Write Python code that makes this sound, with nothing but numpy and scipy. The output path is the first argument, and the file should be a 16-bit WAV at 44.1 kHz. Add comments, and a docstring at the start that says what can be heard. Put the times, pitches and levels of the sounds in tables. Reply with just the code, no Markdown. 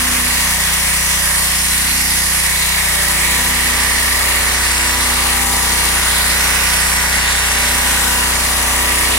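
"""The jet of a petrol pressure washer hisses and roars as it is swept over wet concrete outdoors.
Its spray is broadband noise, modulated in amplitude by the pressure ripple of the pump.
Behind it the single cylinder thumps in a harmonic series on the firing rate, while pump and valves
knock at fixed crank angles and excite the damped modes of the casing.
Two spaced microphone ports receive each source with a different colour and phase."""
import sys
import numpy as np
from scipy import signal
from scipy.io import wavfile
from scipy.ndimage import uniform_filter1d

SR = 44100
rng = np.random.default_rng(int(sys.argv[2]) if len(sys.argv) > 2 else 0)


def generate_wav(sig):
    """Save sig (samples, or channels by samples) to the path in sys.argv[1] as 16-bit PCM at SR."""
    pcm = np.round(np.clip(np.atleast_2d(sig).T, -1, 1) * 32767).astype(np.int16)
    wavfile.write(sys.argv[1], SR, pcm)


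N = 404838

# Knocks in one four-stroke cycle: (position [cycles], level [dB], spectral tilt [dB/octave])
KNOCK_PATTERN = [(.05, 0, 3), (.2, -7.5, 0.5), (.31, -9, 0), (.44, -1, -4), (.57, 1.5, -0.5), (.72, 3.5, 3),
                 (.83, -5, -5.5), (.97, -2, 1.5)]
# Relation between the ports: (frequency [Hz], coherence [0-1], phase lead of the left [rad])
PORT_COHERENCE = [(100, .99, .05), (300, .85, .2), (700, .45, 1.7), (950, .6, .2), (1900, .55, .1),
                  (2500, .5, 2.6), (3500, .3, 3.3), (4500, .44, 4.2), (5500, .44, 5.9), (6500, .32, 7.9),
                  (7500, .2, 8.7), (8500, .27, 10.7), (10000, .24, 13.4), (12000, .14, 19.6),
                  (14000, .1, 23.2)]
# Base level of the machine as it draws nearer: (time [s], level [dB])
MACHINE_LEVEL = [(0, -27.5), (2.6, -28), (4.7, -26.5), (7.9, -26.5), (9.18, -26)]
# Low-mid swell, followed in part by exhaust buzz and spray roar: (time [s], level [dB])
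LOW_MID_SWELL = [(0, -0.5), (.6, -3), (1.2, -2.5), (1.7, -6.5), (2.5, -4), (2.9, -0.5), (3.6, 1),
                 (4.8, 0.5), (6.8, 0.5), (8.4, 1.5), (9.18, 2.5)]


def gain_of(db):
    """Amplitude ratio of a level in decibels."""
    return 10 ** (np.asarray(db) / 20)


def follow(rows, t):
    """Linear interpolation of each column of a time table at the times t."""
    times, *columns = np.transpose(rows)
    return [np.interp(t, times, c) for c in columns]


def read(rows, hz):
    """Interpolation of each column of a spectrum table on a logarithmic frequency axis."""
    freqs, *columns = np.transpose(rows)
    return [np.interp(np.log(hz + 1), np.log(freqs + 1), c)[:, None] for c in columns]


def drift(shape, spans):
    """Slow random fluctuation of rms 1: noise under a double moving average along each axis."""
    x = rng.standard_normal(shape)
    for axis, span in enumerate(spans):
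        x = uniform_filter1d(uniform_filter1d(x, span, axis=axis), span, axis=axis)
    return x / np.sqrt(np.mean(x ** 2) + 1e-20)


def engine_cycles():
    """Phase as the integral of speed: one four-stroke cycle for every two crank turns."""
    # The governor hunts a little: (time [s], crank speed [turns/s])
    crank_speed = [(0.0, 61.62), (0.88, 61.19), (2.27, 61.35), (2.75, 61.41), (3.19, 61.17), (3.97, 61.59),
                   (4.71, 61.22), (5.14, 61.45), (5.78, 61.26), (8.06, 61.22), (8.3, 61.19), (9.18, 61.41)]
    return .6 + np.cumsum(follow(crank_speed, np.arange(N) / SR)[0]) / SR / 2


def exhaust_harmonics(cycle):
    """Fourier series: periodic firing gives tones at whole multiples of the firing rate."""
    # Spectra facing the machine and turned away from it: (harmonic [number], level [dB])
    spectrum_facing = [(1, -12), (2, 1), (3, -11.5), (4, -34), (5, -10.5), (6, -12.5), (7, -31), (8, -11.5),
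                       (9, -27.5), (10, -44), (11, -13.5), (12, -24), (13, -18), (14, -13.5), (15, -22),
                       (16, -14), (17, -22.5), (18, -14.5), (19, -15.5), (20, -12.5), (21, -13), (22, -45),
                       (23, -25.5), (24, -16), (25, -32), (26, -10), (27, -30), (28, -14), (29, -26),
                       (30, -13.5), (31, -14), (32, -8.5), (33, -35.5), (34, -48), (35, -26), (36, -21.5),
                       (37, -18), (38, -7), (39, -20), (40, -18), (41, -17), (42, -13)]
    spectrum_away = [(1, -12), (2, -1), (3, -10), (4, -34), (5, -12.5), (6, -9.5), (7, -23.5), (8, -14),
                     (9, -20), (10, -20), (11, -24), (12, -29), (13, -20.5), (14, -23), (15, -21.5),
                     (16, -23.5), (17, -14.5), (18, -26), (19, -12.5), (20, -22), (21, -33), (22, -21),
                     (23, -17), (24, -12.5), (25, -24), (26, -20), (27, -13), (28, -28), (29, -23),
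                     (30, -14), (31, -33), (32, -13.5), (33, -13), (34, -35), (35, -14), (36, -10),
                     (37, -37), (38, -18.5), (39, -14.5), (40, -27), (41, -37), (42, -18)]
    # Turn toward the machine: (time [s], share [0-1])
    orientation = [(2.5, 0.2), (3.3, 0.72)]
    # Tops of the thump, two hum, drone, growl and buzz bands, below the whine: (harmonic [number])
    band_tops = [4, 5, 7, 8, 11, 23]
    # Hums near 150 and 185 Hz: (time [s], lower level [dB], upper level [dB])
    hums = [(0, -1, 0), (.6, 2.5, 1.5), (3.5, 2.5, 3), (4.1, -1.5, -9), (5, -3, -8), (5.5, -2, 0.5),
            (7, -0.5, 1), (7.4, -0.5, -3), (8.1, -2, 2), (9.18, -3, -7)]
    # Drone at 245 Hz, growl near 330 Hz and whine near 1000 Hz: (time [s], level [dB])
    drone = [(0, 9.5), (.28, 8), (.7, -7), (1.12, -12), (1.99, 5.5), (2.6, -14), (3.58, 3.5), (4.75, -1),
             (4.9, 2.5), (5.5, 4), (5.85, -2.5), (7.49, -0.5), (7.58, 4), (8.5, 2), (8.9, 6), (9.03, 0),
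             (9.18, 7)]
    growl = [(0, 7.5), (.7, -5), (2.1, 5), (2.7, -4), (3.3, 2.5), (4.2, -3), (4.9, 3.5), (6.9, -6),
             (8.2, 1.5), (9.18, 8.5)]
    whine = [(0, -3), (.6, -0.5), (1.7, -2), (3.3, -1), (4.7, -1), (5.5, 4.5), (6.2, -0.5), (8.3, 1),
             (8.85, 3.5), (9.18, -0.5)]
    # Balance of the tones: (frequency [Hz], left above right [dB])
    balance = [(150, 0), (380, -2), (700, 3), (1000, 7.5), (1290, -2)]
    hop, firing_hz = 64, 30.65
    blast_position, muffler_lag_rad, muffler_smear_rad = 0.887, 1.36, 0.2766
    t = np.arange(0, N, hop) / SR
    machine_db, drone_db, growl_db, mids_db, whine_db = (
        follow(rows, t)[0] for rows in (MACHINE_LEVEL, drone, growl, LOW_MID_SWELL, whine))
    band_db = [0, *follow(hums, t), drone_db, growl_db, 0.62 * mids_db, whine_db]
    k, facing_db = np.transpose(spectrum_facing)
    facing = follow(orientation, t)[0]
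    harmonic_db = np.outer(facing_db, facing) + np.outer(np.transpose(spectrum_away)[1], 1 - facing)
    depth = np.clip(0.19 * k - .4, 0, 2.0)[:, None]  # higher harmonics waver more
    waver = drift((len(t), len(k), 3), spans=(180, 1)) * depth
    balance_db = read(balance, firing_hz * k)[0]
    lead = read(PORT_COHERENCE, firing_hz * k)[1]
    # Low harmonics take their phase from the muffled blast; the upper ones peak on the knocks.
    position, knock_db, tilt = np.transpose(KNOCK_PATTERN)
    knock_gain = gain_of(knock_db + np.outer(np.log2(k / 62), tilt))
    knock_spectrum = (knock_gain * np.exp(-2j * np.pi * np.outer(k, position))).sum(axis=1)
    blast_phase = -2 * np.pi * blast_position * k + muffler_smear_rad * k ** 2 - muffler_lag_rad
    phase = np.where(k > band_tops[3], np.angle(knock_spectrum), blast_phase)
    side, out = np.array([[.5], [-.5]]), np.zeros((2, N))
    for i, band in enumerate(np.searchsorted(band_tops, k)):
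        side_db = side * (balance_db[i] + waver[:, i, 1])
        gain = gain_of(machine_db + harmonic_db[i] + band_db[band] + waver[:, i, 0] + side_db)
        # Reflections shift the phase between the ports.
        skew = side * (lead[i] + 0.37 * waver[:, i, 2]).repeat(hop)[:N]
        out += gain.repeat(hop, axis=1)[:, :N] * np.cos(2 * np.pi * k[i] * cycle + phase[i] + skew)
    return np.sqrt(2) * out


def casing_resonance(cycle):
    """Modal resonance: knocks at fixed crank angles, each with a rattle, excite damped vibrations."""
    # Lower, upper and loose-part modes: (frequency [Hz], T60 [s], left level [dB], right level [dB])
    mode_groups = [
        [(1518, 0.038, -6.5, -8), (1660, 0.14, -22, -25)],
        [(1795, 0.044, 2.5, 8.5), (1860.5, 0.061, 0.5, 5.5), (1934, 0.073, -23, 9), (2043, 0.07, -30, 4.5),
         (2197, 0.03, -28, 10)],
        [(2590, .04, 6, -4), (2760, 0.034, 12, 0)],
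    ]
    # Ringing relative to the machine: (time [s], lower group level [dB], upper group level [dB])
    ring_levels = [(0, -8, 1), (.9, -24, 3.5), (1.8, -2, 2), (2.7, -14, 5.5), (3.3, -31, 5.5),
                   (4.2, -17, 7.5), (4.6, -2, 3), (5.6, -11, 2.5), (6.1, 0.5, 3), (7.5, -0.5, 4.5),
                   (8.1, 1, 1.5), (8.5, -9, 0.5), (8.9, -8, 5), (9.18, -14, 1.5)]
    # The loose part buzzes in fits: (centre time [s], half length [s], relative level [dB])
    buzz_fits = [(.35, .15, -4), (1.9, 0.15, -7), (4.35, .08, -4), (4.8, .15, -3), (5.246, .1, -5),
                 (5.85, .1, -8), (7.246, 0.065, 0), (7.5, 0.12, -4), (8.2, .06, -3), (8.947, 0.18, -5)]
    t, ring_t = np.arange(N) / SR, np.arange(3000) / SR
    attack_s, antiphase_hz = 0.0013, 2400
    machine_db = follow(MACHINE_LEVEL, t)[0]
    lower_db, upper_db = follow(ring_levels, t)
    fits = sum(gain_of(db) * np.exp(-((t - centre) / half) ** 2) for centre, half, db in buzz_fits)
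    position, knock_db, tilt = np.transpose(KNOCK_PATTERN)
    whole_cycles = np.arange(int(cycle[-1]) + 1)[:, None]
    jitter = rng.standard_normal((len(whole_cycles), len(position), 2))
    onsets = np.searchsorted(cycle, whole_cycles + position + .0006 * jitter[..., 0]).clip(0, N - 1)
    out = np.zeros((2, N))
    for modes, gain in zip(mode_groups, (gain_of(lower_db), gain_of(upper_db), gain_of(-6.5) + fits)):
        group = np.zeros((2, N))
        for hz, t60, *side_db in modes:
            blows = np.zeros(N)
            blows[onsets] = gain_of(knock_db + tilt * np.log2(hz / 1900) + 0.7 * jitter[..., 1])
            chatter = signal.lfilter([1], [1, -.995], blows)  # loose parts rattle on for some ms
            common, separate = rng.standard_normal((2, N)) * (0.39 + chatter)
            drive = blows + .017 * np.array([common, .6 * common + .8 * separate])
            envelope = gain_of(-60 * ring_t / t60) * (1 - np.exp(-ring_t / attack_s))
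            ring = envelope * np.sin(2 * np.pi * hz * ring_t)
            port_gain = [[1], [1 if hz < antiphase_hz else -1]] * gain_of(side_db)[:, None]
            group += port_gain * signal.oaconvolve(drive, ring[None], axes=1)[:, :N]
        out += gain_of(machine_db - 1.0) * gain * group / np.std(group)
    return out


def water_jet(cycle):
    """Partly coherent noise: spray coloured by the wand's angle and modulated by the pump's ripple."""
    # Sweep of the wand: (time [s], position [-1 full left to 1 full right])
    wand_sweep = [(0, -.16), (1.1, -0.15), (1.85, 0.14), (2.6, -0.086), (3.3, -0.45), (3.85, 0.35),
                  (4.25, -0.44), (4.6, 0.42), (4.95, 0.42), (5.44, -0.43), (5.7, -.07), (6.3, 0.063),
                  (6.65, 0.15), (7, 0.6), (7.31, 0.94), (7.65, 0.56), (8, -0.26), (8.4, -0.019),
                  (8.85, -.47), (9.18, -0.061)]
    # Spray at the ports: (frequency [Hz], left level [dB], right level [dB])
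    spray_spectrum = [(40, -8, -7), (130, -12, -10), (260, -3.5, -6.5), (400, -14.5, -8.5), (690, 1, -8.5),
                      (1040, 2, 3), (1370, -0.5, 0.5), (1900, 1.5, 7), (2310, 2.5, 6.5), (3380, 2.5, 1.5),
                      (4320, 1.5, 2.5), (5900, 0.5, 1), (7180, 3, -4.5), (8800, 6, 0.5), (10450, 1.5, 5),
                      (12400, -3.5, -4), (13200, -6, -1), (15600, -7.5, -11)]
    # Change of colour at full swing and during one long reach to the far side:
    # (frequency [Hz], swing left [dB], swing right [dB], reach left [dB], reach right [dB])
    angle_colour = [(2000, 0, 1.5, -0.5, -1), (4000, 0.5, -1, -0.5, -0.5), (5500, 1, 1.5, 0.5, 2),
                    (7500, -1.5, 3, 1.5, 2), (9250, -0.5, -3, 0, 1.5), (11500, -2, 0, 2, 4.5),
                    (12800, -2, -6, 1, 4.5), (14000, -2, -5, 3, -3), (15600, -3, -3, 1, -3)]
    # Slow course of the hiss: (time [s], relative level [dB])
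    hiss_level = [(0, -21.5), (.64, -20.5), (1.7, -21.5), (2.9, -21), (3.4, -21), (4.2, -21), (5.5, -21),
                  (6.5, -20), (7.4, -21), (7.95, -20.5), (8.65, -21.5), (9.18, -21)]
    reach_centre_s, half_hold_s, glide_s = 1.78, 0.51, 0.27
    swing_lead_s = 85e-6  # extra lead of the left port at full right
    size, hop = 1024, 256
    frames, hz = N // hop + 5, np.fft.rfftfreq(size, 1 / SR)
    t, grid = np.arange(frames) * hop / SR, (frames, len(hz))
    swing = follow(wand_sweep, t)[0]
    reach = np.clip((half_hold_s - abs(t - reach_centre_s)) / glide_s + 1, 0, 1)
    roar_band = read([(900, 1), (2000, 0)], hz)[0]  # fades out from 900 to 2000 Hz
    level_db = follow(hiss_level, t)[0] + 0.83 * roar_band * follow(LOW_MID_SWELL, t)[0]
    level_db += 0.45 * drift((frames, 1), spans=(2, 1)).T  # the whole hiss flickers
    level_db += .5 * drift(grid, spans=(3, 40)).T  # and so do patches of its spectrum
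    noise = rng.standard_normal((*grid, 4)).T
    common, separate = noise[::2] + 1j * noise[1::2]
    left_db, right_db = read(spray_spectrum, hz)
    swing_left, swing_right, reach_left, reach_right = read(angle_colour, hz)
    left_db = left_db + swing_left * swing + reach_left * reach + 0.76 * drift(grid, spans=(30, 14)).T
    right_db = right_db + swing_right * swing + reach_right * reach + 1.8 * drift(grid, spans=(30, 14)).T
    coherence, lead = read(PORT_COHERENCE, hz)
    lead = lead + 2 * np.pi * hz[:, None] * swing * swing_lead_s
    left = common * np.exp(1j * lead) * gain_of(left_db)
    right = (coherence * common + np.sqrt(1 - coherence ** 2) * separate) * gain_of(right_db)
    spectra = np.array([left, right]) * gain_of(level_db)
    spray = signal.istft(spectra, nperseg=size, noverlap=size - hop)[1][:, :N]
    ripple_db = sum(depth_db * np.cos(2 * np.pi * harmonic * (cycle - crest))
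                    for harmonic, depth_db, crest in [(1, 0.35, .27), (2, 0.48, .25), (6, 0.22, .07)])
    return gain_of(-19.5 + ripple_db) * spray


def scene():
    """Superposition of exhaust, casing and jet, all locked to one engine cycle."""
    cycle = engine_cycles()
    return exhaust_harmonics(cycle) + casing_resonance(cycle) + water_jet(cycle)


def record(dry):
    """Band limiting: a steep linear-phase low-pass filter removes the highest treble."""
    low_pass = signal.firwin(1023, cutoff=15850, window=("kaiser", 9), fs=SR)
    return signal.oaconvolve(dry, low_pass[None], "same")


dry = scene()
out = record(dry)
generate_wav(out)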